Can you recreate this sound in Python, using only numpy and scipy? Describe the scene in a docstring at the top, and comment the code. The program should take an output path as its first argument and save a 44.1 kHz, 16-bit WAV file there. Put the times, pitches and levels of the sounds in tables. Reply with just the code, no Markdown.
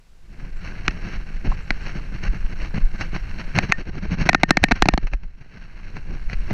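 """On a lawn, an animal runs with a camera riding on its harness.
A harness fitting knocks on the plastic housing, at one point in a fast rattle that overloads
the recorder. Fur and straps rub on the housing, and the stride heaves the air at the microphone.
The mount creaks once. Far behind it all are a thin hiss and a few very faint high peeps."""
import sys
import numpy as np
from scipy import signal
from scipy.fft import rfft, irfft
from scipy.io import wavfile
from scipy.ndimage import uniform_filter1d

SR = 44100
rng = np.random.default_rng(int(sys.argv[2]) if len(sys.argv) > 2 else 0)


def generate_wav(signal):
    """Clip the signal to [-1, 1] and save it as 16-bit WAV at the path in sys.argv[1]."""
    frames = np.transpose(np.atleast_2d(signal))
    scaled = np.clip(frames, -1, 1) * 32767
    pcm = np.round(scaled).astype(np.int16)
    wavfile.write(sys.argv[1], SR, pcm)


N = 287973
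TIME = np.arange(N) / SR


def gain_of(db):
    """Turns decibels into a number to multiply a sound by."""
    return 10 ** (np.asarray(db) / 20)

def evened(x):
    """Scales a signal to an average (rms) level of 1."""
    return x / np.sqrt(np.mean(x ** 2) + 1e-20)

def add(mix, start_s, sound):
    """Mixes a sound in at the given time."""
    part = mix[max(round(start_s * SR), 0):][:len(sound)]
    part += sound[:len(part)]

def coloured(x, spectrum):
    """Shapes the bass and treble of x with rows of Hz and dB, then evens its level to 1."""
    hz, db = np.transpose(spectrum)
    curve = np.interp(np.log(np.fft.rfftfreq(N, 1 / SR) + 1), np.log(hz), db)
    return evened(irfft(rfft(x) * gain_of(curve), N))

def wander(per_s):
    """A smooth random curve that wiggles up to about per_s times a second."""
    hz = np.fft.rfftfreq(N, 1 / SR)
    return evened(irfft(rfft(rng.standard_normal(N)) * np.exp(-(hz / per_s) ** 2), N))

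def ringing(tones, t, detune=0):
    """A struck part rings with tones that each drop 60 dB in their fade time; detune varies the pitch."""
    sound = np.zeros(len(t))
    for k, (hz, db, fade_s) in enumerate(tones):
        pitch = hz * (1 + detune * rng.standard_normal())
        sound += (-1) ** k * gain_of(db - 60 * t / fade_s) * np.sin(2 * np.pi * pitch * t)
    return sound / abs(sound).max()

def softened(x, cutoff_hz):
    """A contact that is not perfectly hard loses its treble."""
    return signal.lfilter(*signal.butter(2, cutoff_hz, fs=SR), x)


# The tones of the camera's mount, its hollow body, its walls, and the one tone that lingers.
# Each row: pitch in Hz, relative level in dB, fade time in seconds.
MOUNT_TONES = [(167, -3, 0.027), (243, 5.5, 0.011), (327, 0.5, 0.014)]
HOLLOW_TONES = [(740, 0, .010), (900, -6, .006)]
WALL_TONES = [(1290, -5, .008), (1540, -2, .009), (2090, 0, .011), (2610, -3, .009)]
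LASTING_TONE = (1825, 0, 0.12)
# The tones of its stiff edges. Each row: pitch in Hz, relative level in dB.
EDGE_TONES = [(3100, 4.5), (4060, 10.5), (4520, 4), (5500, 1.5), (6200, 2), (8000, -22.5), (10000, -35.5)]
# The noise at the instant of contact. Each row: frequency in Hz, relative level in dB.
CRACK_SPECTRUM = [(300, -3.5), (800, 2), (2200, 7.5), (3400, -15), (4200, -6.5), (7000, -23.5),
                  (11000, -49), (16000, -66.5)]
# Blows on the housing. Each row: start in seconds, force in dB, weight in dB (how much of the
# blow goes into the mount).
BLOWS = [(0.88, -12.5, -4.5), (1.7055, -15, -7), (3.0096, -21.5, -13), (3.1629, -30, -0.5),
         (3.587, -8.5, -11.5), (3.7164, -25, -13), (3.7216, -4, -25.5), (4.29, -7.5, -1),
         (4.2928, -5.5, -11), (4.331, -18.5, -1), (4.347, -6.5, -9.5), (4.4335, -7, -4.5),
         (4.507, -2.5, -7), (4.5707, -10.5, -3), (4.639, -2.5, -10.5), (4.685, -29.5, -1),
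         (4.711, -21.5, 4.5), (4.7152, -20, 5), (4.7194, -11.5, -3), (4.8221, -6, -6), (4.8565, -20, 0),
         (4.8864, -6, -4.5), (4.9374, -19, 3.5), (4.9768, -19, 1.5), (5.135, -26, -8), (5.9675, -34, -6),
         (6.2979, -34, -10), (6.508, -33, 4)]

def knocks(crack_s=0.0037, edge_fade_s=.0055, detune=.02):
    """The fitting hits with a dry crack, chatters for an instant, and rings the mount and housing."""
    out, crack = np.zeros((2, N))
    t = np.arange(SR // 6) / SR
    edge_tones = [(hz, db, edge_fade_s) for hz, db in EDGE_TONES]
    crack_shape = (1 - np.exp(-(t / .0003) ** 2)) * np.exp(-(t / crack_s) ** 2)
    for start, force, weight in BLOWS:
        chatter = .05 * rng.standard_normal(len(t)) * np.exp(-t / .0018)
        chatter[0] = 1  # the first hit
        bite_db = 0.33 * weight  # a glancing blow has less crack and edge
        # Each blow lands on a slightly different spot, so the tones are detuned.
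        # Force times more than 1: that part gains more from a hard blow than the walls do.
        thud = gain_of(force + weight + 3.5) * ringing(MOUNT_TONES, t, detune)
        hollow = gain_of(1.15 * force + weight + 7) * ringing(HOLLOW_TONES, t, detune)
        clack = gain_of(force + 7) * ringing(WALL_TONES, t, detune)
        edge = gain_of(1.27 * force + bite_db + 4.5) * ringing(edge_tones, t, detune)
        add(out, start, signal.fftconvolve(chatter, clack + edge - thud - hollow)[:len(t)])
        ring_db = 1.3 * force - .25 * weight - 21  # leaning on the mount quiets the lasting tone
        add(out, start, gain_of(ring_db) * ringing([LASTING_TONE], t))
        add(crack, start, gain_of(force + bite_db + 3) * crack_shape)
    return softened(out, cutoff_hz=7500) + crack * coloured(rng.standard_normal(N), CRACK_SPECTRUM)


# Rubbing as heard through the housing (lower part, then treble), and the rumble of the straps.
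# Each row: frequency in Hz, relative level in dB.
RUB_SPECTRUM = [(200, -17.5), (500, -7.5), (760, -7.5), (1050, -7.5), (1350, -5.5), (1570, 1), (1850, -5),
                (2150, -2), (2450, -6), (2720, -4), (3100, -14), (3550, -25.5)]
RUB_TREBLE_SPECTRUM = [(4100, -12), (4600, -14.5), (5000, -29.5), (5550, -12.5), (5900, -24.5),
                       (6350, -18.5), (6900, -42), (8100, -41), (9100, -56.5), (10300, -42.5),
                       (16000, -73.5)]
STRAP_SPECTRUM = [(30, -25), (70, 2), (120, 1.5), (180, 3), (250, -9), (350, -9.5), (480, -19),
                  (750, -23.5), (1300, -46.5), (3000, -56.5), (9000, -110)]

def friction(hiss, rumble):
    """Many tiny slips: their hiss passes through the housing walls, their drag shakes the straps."""
    grip = gain_of(1.8 * wander(45))
    slips = rng.standard_normal(N) * gain_of(3 * wander(700)) * grip
    drag = rng.standard_normal(N) * grip
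    rubbing = coloured(slips, RUB_SPECTRUM + RUB_TREBLE_SPECTRUM)
    return hiss * rubbing + rumble * coloured(drag, STRAP_SPECTRUM)

def catches(drag, per_s=40):
    """A strap edge catches at random moments: dull little taps within the rubbing."""
    size_db = 3 * np.minimum(rng.exponential(1, N), 3)
    snags = gain_of(size_db) * (rng.random(N) < per_s / SR)
    tap = ringing([(192, -0.5, 0.027), (383, -2.5, .012), (825, -4.5, 0.0055)], np.arange(SR // 20) / SR)
    taps = signal.oaconvolve(softened(snags, cutoff_hz=3000), tap)[:N]
    return evened(taps) * drag * gain_of(-8)


# How firmly the coat rests on the housing between strokes.
# Each row: time in seconds, relative hiss level in dB, relative rumble level in dB.
RESTING_PRESSURE = [(0, -74, -64), (.22, -72, -62.5), (.41, -55, -49), (.55, -57.5, -53.5), (.72, -48, -44),
                    (1.2, -46.5, -40.5), (1.32, -50.5, -45.5), (1.8, -47.5, -42.5), (2.1, -50, -44.5),
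                    (3.35, -48.5, -46), (3.6, -45, -43.5), (3.91, -59.5, -60), (4.22, -43, -39),
                    (4.4, -57, -46), (4.78, -48, -47), (5.331, -65.5, -61), (5.54, -54.5, -50),
                    (6.53, -51.5, -49)]
# Strokes of the coat across the housing. Each row: time of the peak in seconds, hiss level in dB,
# relative rumble level in dB, length in seconds.
FUR_STROKES = [(0.33, -55, -44.5, 0.067), (0.448, -51.5, -42, 0.054), (0.675, -39.5, -39, 0.096),
               (1.08, -42, -37, 0.04), (1.144, -36, -39.5, 0.067), (1.469, -40.5, -28.5, .05),
               (1.528, -41, -36.5, 0.054), (1.887, -37, -36, 0.097), (1.976, -40, -33.5, 0.059),
               (2.152, -37.5, -31.5, 0.035), (2.275, -34.5, -31, 0.033), (2.346, -39, -35.5, 0.061),
               (2.525, -39.5, -32, 0.039), (2.642, -36.5, -36.5, 0.073), (2.774, -35, -23.5, .035),
               (3.026, -37.5, -39, 0.069), (3.157, -34, -30, 0.047), (3.406, -31, -31, 0.04),
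               (3.643, -29, -22.5, 0.031), (3.702, -32, -25, 0.021), (3.81, -38, -29.5, 0.038),
               (3.889, -40, -29.5, 0.036), (3.975, -39, -26.5, 0.051), (4.051, -37, -27, 0.044),
               (4.132, -32, -22, 0.048), (4.217, -28.5, -21.5, 0.042), (4.497, -31, -28, 0.016),
               (4.876, -44, -28, .025), (5.139, -38, -34, .025), (5.972, -42, -33.5, 0.058),
               (6.134, -47.5, -35.5, 0.088), (6.329, -40.5, -44, .05), (6.522, -37, -25, .05)]

def fur(swell_share=0.63):
    """The coat brushes the housing all the time, harder with each stroke, and drags the straps along."""
    times, rest_hiss_db, rest_rumble_db = np.transpose(RESTING_PRESSURE)
    drift = wander(per_s=21)
    hiss_power = gain_of(np.interp(TIME, times, rest_hiss_db) + 2.5 + 1.35 * drift) ** 2
    rumble_power = gain_of(np.interp(TIME, times, rest_rumble_db) + 1 + 2.5 * drift) ** 2
    for peak, hiss_db, rumble_db, length in FUR_STROKES:
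        width = length * np.where(TIME < peak, swell_share, 1 - swell_share)  # slow swell, quicker fade
        swell = np.exp(-((TIME - peak) / width) ** 2)
        hiss_power += (gain_of(hiss_db) * swell) ** 2
        rumble_power += (gain_of(rumble_db) * swell) ** 2
    hiss, rumble = np.sqrt(hiss_power), np.sqrt(rumble_power)
    return friction(hiss, rumble * gain_of(1)) + catches(rumble)


# Short slips of a strap. Each row: start in seconds, relative hiss level in dB, relative rumble
# level in dB, rough length in seconds.
STRAP_SLIPS = [(0.906, -35, -47, 0.0065), (2.227, -28, -28.5, 0.019), (2.74, -32.5, -20, 0.0069),
               (3.005, -27.5, -33, 0.014), (3.546, -23.5, -15, 0.036), (3.782, -36, -22.5, 0.0072),
               (4.254, -22.5, -16.5, 0.015), (4.394, -38, -35, 0.023), (4.629, -18, -18, 0.0067),
               (4.753, -31.5, -29, 0.012), (5.027, -41.5, -24, 0.015), (5.068, -34, -49, 0.01),
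               (5.231, -47.5, -33.5, 0.012), (5.409, -48, -39.5, 0.011), (6.329, -35.5, -32, 0.0088)]

def scuffs(gain_db=-2, rise_share=0.47):
    """A strap lets go quickly and slides to rest."""
    hiss, rumble = np.zeros((2, N))
    t = np.arange(SR // 5) / SR
    for start, hiss_db, rumble_db, length in STRAP_SLIPS:
        progress = t / (rise_share * length)
        slide = progress * np.exp(1 - progress)  # loudest when progress reaches 1
        add(hiss, start, gain_of(hiss_db + gain_db) * slide)
        add(rumble, start, gain_of(rumble_db + gain_db) * slide)
    return friction(hiss, rumble)


# Heavy jolts of the stride. Each row: time of the peak in seconds, peak level in dB, swing rate in Hz.
FOOTFALLS = [(0.545, -19.5, 16), (0.89, -16, 30), (1.183, -14.5, 26), (1.362, -18, 22), (1.498, -8, 26),
             (1.72, -12, 20), (2.297, -9.5, 27), (2.452, -11.5, 20), (2.635, -14.5, 28.6),
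             (2.847, -4.5, 20.6), (3.233, -13, 25.4), (4.09, -17, 43), (4.208, -13.5, 30),
             (4.627, -14.5, 62), (4.728, -11.5, 33.5), (4.831, -12, 35), (4.943, -9.5, 42),
             (5.049, -12.5, 24), (5.149, -9.5, 30), (5.258, -22, 20)]

def jolts():
    """A footfall presses on the camera: one dent in the pressure, with a soft rebound on either side."""
    out = np.zeros(N)
    for peak, db, hz in FOOTFALLS:
        offset = np.sqrt(2) * np.pi * hz * (TIME - peak)
        out -= gain_of(db) * (1 - offset ** 2) * np.exp(-offset ** 2 / 2)
    return out


# The deep rumble of the heaving air. Each row: frequency in Hz, relative level in dB.
HEAVE_SPECTRUM = [(5, -3), (16, -6), (28, -1.5), (45, -14.5), (70, -19.5), (120, -31), (300, -54.5),
                  (3000, -140)]
# How strongly the camera rocks. Each row: time in seconds, relative level in dB.
ROCKING = [(0.0, -49), (0.44, -27), (2.93, -20.5), (3.71, -24), (5.15, -25.5), (5.44, -38), (6.44, -15),
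           (6.53, -24)]

def heave(gain_db=-3.5):
    """The air pressure swings slowly as the camera rocks against the animal."""
    swing = coloured(rng.standard_normal(N), HEAVE_SPECTRUM)
    swing /= np.sqrt(uniform_filter1d(swing ** 2, size=7000) + 0.027)  # keeps the swings alike in size
    return swing * gain_of(np.interp(TIME, *np.transpose(ROCKING)) + gain_db)


def creak(start_s=1.517, peak_db=-21, decay_s=0.0037):
    """The mount slips and gives one small, dull creak."""
    out, t = np.zeros(N), np.arange(SR // 20) / SR
    slips = rng.standard_normal(len(t)) * np.exp(-t / decay_s)
    sound = signal.fftconvolve(slips, ringing([(830, 0, .012), (1100, 0, .012)], t))
    add(out, start_s, gain_of(peak_db) * sound / abs(sound).max())
    return out


# The tone of the background hiss. Each row: frequency in Hz, relative level in dB.
AIR_SPECTRUM = [(200, 10), (570, 8.5), (2400, 3.5), (4700, 1.5), (8000, -3), (9200, -10), (10300, -4),
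                (11800, -13), (13000, -13.5), (14500, -9.5), (16000, -25.5)]
# How loud that hiss is. Each row: time in seconds, level in dB.
AIR_LEVELS = [(0, -64), (3.55, -61.5), (3.75, -69), (4.25, -74), (4.35, -86), (5.2, -77), (6.53, -60.5)]

def air():
    """A thin hiss under everything; it sinks during the rattle and comes back slowly."""
    level_db = np.interp(TIME, *np.transpose(AIR_LEVELS))
    return coloured(rng.standard_normal(N), AIR_SPECTRUM) * gain_of(level_db)


# Very faint high peeps. Each number: start in seconds.
PEEP_STARTS = [.54, 1.50, 1.60, 1.80, 2.60, 2.96]

def peeps(peak_db=-66, hz=7550, length_s=.07):
    """Thin, wavering whistles, barely above the hiss."""
    swells = np.zeros(N)
    for start in PEEP_STARTS:
        add(swells, start, np.hanning(round(length_s * SR)))
    pitch = hz * (1 + .012 * wander(120))
    return gain_of(peak_db) * swells * np.sin(2 * np.pi * np.cumsum(pitch) / SR)


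def scene():
    """All the sounds add up at the camera's one microphone."""
    return (air() + fur() + scuffs() + heave() + jolts() + knocks() + creak() + peeps())[None]

def record(dry, cutoff_hz=15700):
    """The recorder overloads, flattening the hardest knocks, and cuts off the highest treble."""
    clipped = dry / (1 + dry ** 4) ** (1 / 4)
    treble_cut = signal.firwin(127, cutoff_hz, window=("kaiser", 8), fs=SR)
    return signal.oaconvolve(clipped, treble_cut[None], "same")


dry = scene()
out = record(dry)
generate_wav(out)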